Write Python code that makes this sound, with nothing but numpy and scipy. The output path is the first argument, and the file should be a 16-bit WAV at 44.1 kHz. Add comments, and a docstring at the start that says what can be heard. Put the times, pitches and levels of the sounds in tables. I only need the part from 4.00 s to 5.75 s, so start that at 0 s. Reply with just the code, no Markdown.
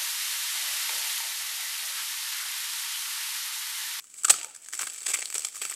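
"""Peeling a rubber mold

A rubber mold is slowly peeled off rigid foam in a small room: scattered snaps, a soft rub and, as a stuck
corner lets go, one loud rip among short tears, then many more snaps and tears over a fine crackle.
Snaps and rips are noise bursts, the crackle is noise shaped by random breaks; filters colour them all.
The freed rubber squeaks faintly in gliding tones; echoes and a steady hiss make up the room."""
import sys
import numpy as np
from scipy import signal
from scipy.fft import rfft, irfft, next_fast_len
from scipy.io import wavfile
from scipy.ndimage import uniform_filter1d

SR = 44100
rng = np.random.default_rng(int(sys.argv[2]) if len(sys.argv) > 2 else 0)


def inscribe(sig):
    """Save sig as 16-bit PCM at rate SR to the path in sys.argv[1].

    A 1-D sig is mono; a 2-D sig holds one channel per row.
    Samples are clipped to [-1, 1] before scaling.
    """
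    pcm = np.round(np.clip(np.atleast_2d(sig).T, -1, 1) * 32767)
    wavfile.write(sys.argv[1], SR, pcm.astype(np.int16))


N = 77175  # length in samples

# Single snaps of the bond; SNAP_DB is added to the level
# [t/s, level/dB, extra body/dB, hollow ring f/Hz, extra treble/dB]
SNAP_EVENTS = [(0.0054, -40.5, -11, 2300, -9), (0.0423, -40.5, -5, 1240, 2), (0.1418, -36.5, -5.5, 2060, 0),
               (0.2352, -24.5, -13, 1210, -4), (0.2513, -16.5, -5, 1240, -17),
               (0.3402, -22.5, 5.5, 1290, 3), (0.3868, -31, 7, 1600, -7), (0.4133, -29, 2, 1250, -13),
               (0.4308, -26.5, -7, 850, -12), (0.4459, -24.5, -3.5, 1180, -2), (0.5093, -43, 0, 850, -9),
               (0.5497, -34, -14, 1700, -11), (0.5626, -32, -13.5, 1730, -23),
               (0.661, -37, -4.5, 1660, -23), (0.6865, -30, -10.5, 1630, -6), (0.7281, -30, -5, 1530, 3),
               (0.7347, -28, 6, 1590, -10), (0.753, -32, -9, 3060, -6), (0.7769, -26.5, -16, 2150, -3),
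               (0.7928, -22, -8, 1430, -25), (0.7952, -27, 5.5, 1350, 6), (0.8115, -27, 6.5, 1190, -1),
               (0.821, -25, 3, 1350, 3), (0.8314, -25.5, 14.5, 1120, 1), (0.8389, -35, -2, 487, 5),
               (0.8996, -30, -10, 3100, -17), (0.9347, -34.5, -14, 3630, 9), (0.9631, -33.5, -9, 2300, -2),
               (0.984, -33.5, -14, 2300, -15), (1.0194, -30.5, -4.5, 483, -8),
               (1.0683, -24, 1.5, 2020, -10), (1.0865, -23.5, 0, 494, 4), (1.093, -36, 6, 486, -3),
               (1.1032, -22.5, -1.5, 490, -1), (1.1418, -19, 5, 2270, 8.5), (1.1576, -26, 15, 2300, -13),
               (1.1888, -26.5, -1, 490, -11), (1.1932, -24.5, -6, 490, -5), (1.209, -31, -8, 2210, -6),
               (1.2196, -25.5, -6.5, 2140, -13), (1.2256, -24, -1.5, 2300, -14),
               (1.2568, -22.5, -4.5, 4420, -2), (1.3024, -27, -4.5, 2280, 2),
               (1.3262, -28.5, -2.5, 2170, 3), (1.3438, -21, -7.5, 595, 4), (1.3811, -18.5, -10, 485, -8),
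               (1.3941, -25, -11, 496, -2), (1.4211, -29, -8, 4610, -3), (1.4699, -28.5, -5, 1330, -4),
               (1.4857, -31.5, -10, 2200, 0), (1.5481, -34, -4, 1130, 7), (1.567, -35.5, -2, 1100, 4),
               (1.6254, -33, 0, 503, -1), (1.6361, -33, 4, 1960, -2), (1.6521, -22.5, -2.5, 1310, -1),
               (1.7113, -27, -2, 1350, 7), (1.7177, -32, 10, 1310, 16), (1.725, -29.5, 4, 1800, -7),
               (1.7398, -30, -15, 490, -15)]
# Rips, where a whole patch lets go; RIP_DB is added to the level
# [t/s, length/s, level/dB, extra body/dB, extra thud/dB, hollow ring f/Hz, ring/dB, extra treble/dB]
RIP_EVENTS = [(0.2464,0.0062,-18.5,-11,-4,1360,22,-5),(0.2835,0.0019,-21.5,-3,-0.5,1180,14,-13),(0.2987,0.0096,-10,-4,0,696,9,-4),(0.871,0.0021,-28,2,1.5,1446,7.5,0),(1.065,0.0034,-24,-6,-20,3080,4.5,-11),(1.081,0.0092,-32.5,-3,3,435,10.5,-7),(1.115,0.003,-29,-1.5,3.5,1250,4,0),(1.137,0.011,-22.5,-5,-3,2220,12,-5),(1.352,0.0077,-27.5,-3,8.5,2370,-1,-4),(1.4489,0.0013,-21,-9,2.5,2880,4,-8.5),(1.617,0.0045,-27.5,5,-5.5,527,9.5,7),(1.6983,0.0027,-29,-8,1,1860,11,1)]
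# Pull along the peel line, as crackle loudness; CRACKLE_DB is added [t/s, level/dB]
PEEL_PULL = [(0,-58.5),(.13,-55.5),(.185,-47),(.22,-49.5),(.262,-43.5),(.34,-36.5),(0.441,-46.5),(.48,-52),(.57,-53),(.6,-60.5),(0.634,-49.5),(0.722,-51.5),(0.734,-34),(.77,-44),(0.811,-31),(.86,-42.5),(.93,-42.5),(1.029,-44),(1.1,-31.5),(1.128,-40.5),(1.15,-36.5),(1.22,-41.5),(1.29,-44.5),(1.32,-44),(1.355,-41.5),(1.41,-41.5),(1.475,-43.5),(1.52,-50),(1.571,-37.5),(1.602,-47.5),(1.63,-37),(1.75,-44)]
# Spectrum of a breaking foam cell [f/Hz, level/dB]
CELL_SPECTRUM = [(30,-37.5),(100,-28),(200,-25.5),(310,-10.5),(650,-7.5),(950,-6),(1500,-2),(3000,1.5),(4000,-3.5),(5500,-1.5),(7000,1),(9500,-0.5),(11000,-8.5),(14500,-11),(16000,-24)]
# Resonances that colour every crack [f/Hz, width/Hz, boost/dB]
CRACK_RESONANCES = [(1288,120,5),(2320,160,3),(4580,210,5),(7874,960,12)]
# Room tail; t60 is the time to fade by 60 dB [f/Hz, level/dB, t60/s]
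ROOM_TAIL = [(154,0,0.25),(500,-13,0.82),(840,-14.5,0.67),(2020,-19,0.88),(4280,-9.5,0.43),(7400,-18,.42),(15000,-2.5,0.1)]
# Shape of the background spectrum; FLOOR_DB sets its loudness [f/Hz, relative level/dB]
FLOOR_SPECTRUM = [(25,0),(60,-7.5),(150,0.5),(300,3.5),(700,-7),(1500,2),(4000,-5.5),(8000,13),(11000,-3),(16000,-3)]
# Faint singing of the freed flap [t/s, length/s, start f/Hz, end f/Hz, level/dB]
FLAP_SQUEAKS = [(0.411,0.1205,960,829,-62),(0.443,0.053,500,590,-64.5)]
# Pockets of different size under the rubber [ring f/Hz]
POCKET_RINGS = [1350, 2300, 5650]

# Colour of a crack: thud lies around, body below and treble above these pitches
THUD_HZ, BODY_HZ, TREBLE_HZ = 380, 4860, 10700
RING_WIDTH = 0.34  # width of the ring in the gap under the rubber, as a share of its pitch

# Bursts
LEAD_S = 0.004  # room for the build-up ahead of each burst
GRAIN_DB = 3.5  # scatter of the fractures within a burst
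SNAP_ATTACK_S, SNAP_HOLD_S, SNAP_DECAY_S, SNAP_DB = 0.00066, 0.00066, 0.0008, -1
SNAP_THUD_DB, SNAP_RING_DB = 0, 10.5
RIP_ATTACK_S, RIP_DECAY_S, RIP_DB, RIP_SAG_DB = 0.0015, 0.0031, 0.5, 1.5

# Crackle
CELLS_PER_S, CELL_SCATTER_DB, CELL_DECAY_S, CRACKLE_DB = 400, 3.5, 0.0015, -0.5
FIZZ_DB = -4.5  # the smallest cells
LIGHT_BODY_DB, LIGHT_THUD_DB, LIGHT_TREBLE_DB = -7, -12.5, -6.5  # colour under a light pull
HARD_BODY_DB, HARD_THUD_DB, POCKET_RING_DB = -4, 1.5, 5  # colour under a hard pull

# Rub: the rubber stretches before the corner gives; RUB_S is the middle of the swell
RUB_S, RUB_WIDTH_S, RUB_DB = 0.19, 0.016, -43
RUB_BODY_DB, RUB_THUD_DB, RUB_TREBLE_DB = -26, -10, -10

EARLY_DB, EARLY_DECAY_S = -11, 0.0031  # echoes from table top and hands
FLOOR_DB = -59  # loudness of the background
TOP_HZ = 15800  # upper limit of the finished sound


def undb(db):
    """Turn decibels into a plain gain."""
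    return 10 ** (np.asarray(db) / 20)


def unit(x):
    """Scale to an rms (average strength) of 1."""
    return x / np.sqrt(np.mean(x ** 2) + 1e-18)


def on_log(hz, table):
    """Read levels from a spectrum table, spacing pitches by ratio as the ear does."""
    table = np.array(table, float)
    return np.interp(np.log(hz + 1), np.log(table[:, 0]), table[:, 1])


def crack(body_db, thud_db, ring_hz=1300, ring_db=0, treble_db=0, size=512):
    """How foam, rubber and the gap between them answer one fracture, as a filter of unit energy."""
    hz = np.fft.rfftfreq(size, 1 / SR)
    db = on_log(hz, CELL_SPECTRUM)
    db = db + body_db / (1 + (hz / BODY_HZ) ** 4)
    db = db + treble_db * (1 - 1 / (1 + (hz / TREBLE_HZ) ** 10))
    db = db + thud_db * np.exp(-np.log((hz + 1) / THUD_HZ) ** 2)
    peaks = list(CRACK_RESONANCES) + [(ring_hz, RING_WIDTH * ring_hz, ring_db)]
    for peak_hz, width_hz, boost_db in peaks:
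        db = db + boost_db / (1 + (2 * (hz - peak_hz) / width_hz) ** 2)
    # Folding the cepstrum (spectrum of the log spectrum) puts the answer after the fracture
    cepstrum = irfft(np.log(undb(db)))
    cepstrum[1:size // 2] *= 2
    cepstrum[size // 2 + 1:] = 0
    response = irfft(np.exp(rfft(cepstrum)))
    return response / np.linalg.norm(response)


def add(out, x, start_s):
    """Mix x into out at a given time, trimming what falls outside."""
    i = int(start_s * SR)
    x, i = x[max(-i, 0):], max(i, 0)
    out[i:i + len(x)] += x[:len(out) - i]


def burst(hold_s, attack_s, decay_s, sag_db, response):
    """An avalanche of tiny fractures: noise that builds, runs on with an optional sag, and dies."""
    size = 1024 if hold_s < 0.005 else 2048
    t = np.arange(size) / SR - LEAD_S
    build = np.minimum(t, 0) / attack_s
    die = np.maximum(t - hold_s, 0) / decay_s
    shape = np.exp(build - die) * undb(-sag_db * np.clip(t / hold_s, 0, 1))
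    push, scatter = rng.standard_normal((2, 2048))[:, :size]
    fractures = shape * push * undb(GRAIN_DB * scatter)
    x = irfft(rfft(fractures) * rfft(response, size))
    return x * np.linalg.norm(shape) / np.linalg.norm(x)  # same energy as the smooth shape


def background():
    """Faint steady hiss of the room: noise shaped by a spectrum table."""
    size = next_fast_len(N, True)
    hz = np.fft.rfftfreq(size, 1 / SR)
    spectrum = rfft(rng.standard_normal(size)) * undb(on_log(hz, FLOOR_SPECTRUM))
    return undb(FLOOR_DB) * unit(irfft(spectrum, size)[:N])


def crackle():
    """Foam cells break at random along the peel line; a harder pull sounds fuller and rings pockets."""
    pull_db = np.interp(np.arange(N) / SR, *np.array(PEEL_PULL).T)
    hard = (pull_db - pull_db.min()) / np.ptp(pull_db)  # 0 = lightest pull, 1 = hardest
    breaks = rng.random(N) < CELLS_PER_S / SR
    scatter = np.clip(rng.standard_normal(N), -2, 2)
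    sizes = breaks * undb(CELL_SCATTER_DB * scatter)
    # Each break adds power that fades; dividing by the local average leaves loudness to the pull
    power = signal.lfilter([1], [1, -np.exp(-2 / (CELL_DECAY_S * SR))], sizes ** 2)
    power = power / (uniform_filter1d(power, size=1800) + 1e-9)
    strength = np.sqrt(np.abs(power) + undb(FIZZ_DB) ** 2)
    x = strength * rng.standard_normal(N) * undb(pull_db + CRACKLE_DB)
    # Every break picks a pocket, kept until the next break
    last_break = np.maximum.accumulate(breaks * np.arange(N))
    pocket = rng.integers(len(POCKET_RINGS), size=N)[last_break]
    light_response = crack(LIGHT_BODY_DB, LIGHT_THUD_DB, treble_db=LIGHT_TREBLE_DB)
    out = signal.oaconvolve(x * (1 - hard), light_response)
    for k, hz in enumerate(POCKET_RINGS):
        hard_response = crack(HARD_BODY_DB, HARD_THUD_DB, hz, POCKET_RING_DB)
        out += signal.oaconvolve(x * hard * (pocket == k), hard_response)
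    return out[:N]


def snaps():
    """Small spots of the bond break in very short bursts, each ringing the gap under the rubber."""
    out = np.zeros(N)
    for start_s, db, body_db, ring_hz, treble_db in SNAP_EVENTS:
        response = crack(body_db, SNAP_THUD_DB, ring_hz, SNAP_RING_DB, treble_db)
        snap = burst(SNAP_HOLD_S, SNAP_ATTACK_S, SNAP_DECAY_S, 0, response)
        add(out, undb(SNAP_DB + db) * snap, start_s - LEAD_S)
    return out


def rub():
    """Stretching rubber slides on the foam: filtered noise swells softly and fades."""
    swell = np.exp(-0.5 * ((np.arange(N) / SR - RUB_S) / RUB_WIDTH_S) ** 2)
    x = undb(RUB_DB) * swell * rng.standard_normal(N)
    response = crack(RUB_BODY_DB, RUB_THUD_DB, treble_db=RUB_TREBLE_DB)
    return signal.oaconvolve(x, response)[:N]


def rips():
    """Larger patches tear free in one run: bursts that weaken on the way."""
    out = np.zeros(N)
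    for start_s, length_s, db, *colour in RIP_EVENTS:
        rip = burst(length_s, RIP_ATTACK_S, RIP_DECAY_S, RIP_SAG_DB, crack(*colour))
        add(out, undb(RIP_DB + db) * rip, start_s - LEAD_S)
    return out


def flap():
    """Faint, rough squeaks of the rubber: gliding tones that waver at random as its tension changes."""
    out = np.zeros(N)
    for start_s, length_s, start_hz, end_hz, db in FLAP_SQUEAKS:
        u = np.linspace(0, 1, int(length_s * SR))  # progress from 0 to 1
        re, im = rng.standard_normal((2, 16))
        rough = np.interp(u, np.linspace(0, 1, len(re)), re + 1j * im)
        pitch_hz = start_hz + (end_hz - start_hz) * u
        tone = (rough * np.exp(2j * np.pi * np.cumsum(pitch_hz) / SR)).real
        swell = 2 * np.sin(np.pi * np.sqrt(u))
        add(out, undb(db) * swell * tone, start_s)
    return out


def even(x):
    """Level out the broad colour of a short noise, keeping its fine grain."""
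    spectrum = rfft(x)
    width = int(500 * len(x) / SR)  # smooth over about 500 Hz, twice
    power = uniform_filter1d(uniform_filter1d(np.abs(spectrum) ** 2, width), width)
    return irfft(spectrum / np.sqrt(power + 1e-18), len(x))


def room(x):
    """Add quick reflections from table top and hands, and a tail whose fading depends on pitch."""
    t = np.arange(SR // 2) / SR
    hz = np.fft.rfftfreq(len(t), 1 / SR)
    noise, tail = rfft(rng.standard_normal(len(t))), 0
    log_centres = np.log([row[0] for row in ROOM_TAIL])
    for k, (_, db, t60) in enumerate(ROOM_TAIL):
        band = np.interp(np.log(hz + 1), log_centres, np.eye(len(ROOM_TAIL))[k])  # overlapping bands
        fade = np.exp(-np.log(1000) * t / t60) * (1 - np.exp(-t / 0.0022))  # soft start, then decay
        tail = tail + undb(db) * irfft(noise * band, len(t)) * fade / np.linalg.norm(fade)
    early = rng.standard_normal(len(t)) * np.exp(-t / EARLY_DECAY_S) * (t > 0.002)
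    early = even(early)[:len(t) // 2]
    early = np.pad(early, (0, len(t) - len(early)))
    echoes = tail + undb(EARLY_DB) * early / np.linalg.norm(early)
    return x + signal.fftconvolve(x, echoes)[:N]


def scene():
    """The peeling mold in its room, over the steady hiss."""
    peeling = snaps() + rips() + crackle() + rub() + flap()
    return (room(peeling) + background())[None]


def record(dry):
    """Round off the loudest peaks, then cut the treble above TOP_HZ."""
    rounded = 0.92 * np.tanh(dry / 0.88)
    low_pass = signal.ellip(10, 0.2, 70, TOP_HZ, fs=SR, output="sos")
    return signal.sosfilt(low_pass, rounded)


dry = scene()
out = record(dry)
inscribe(out)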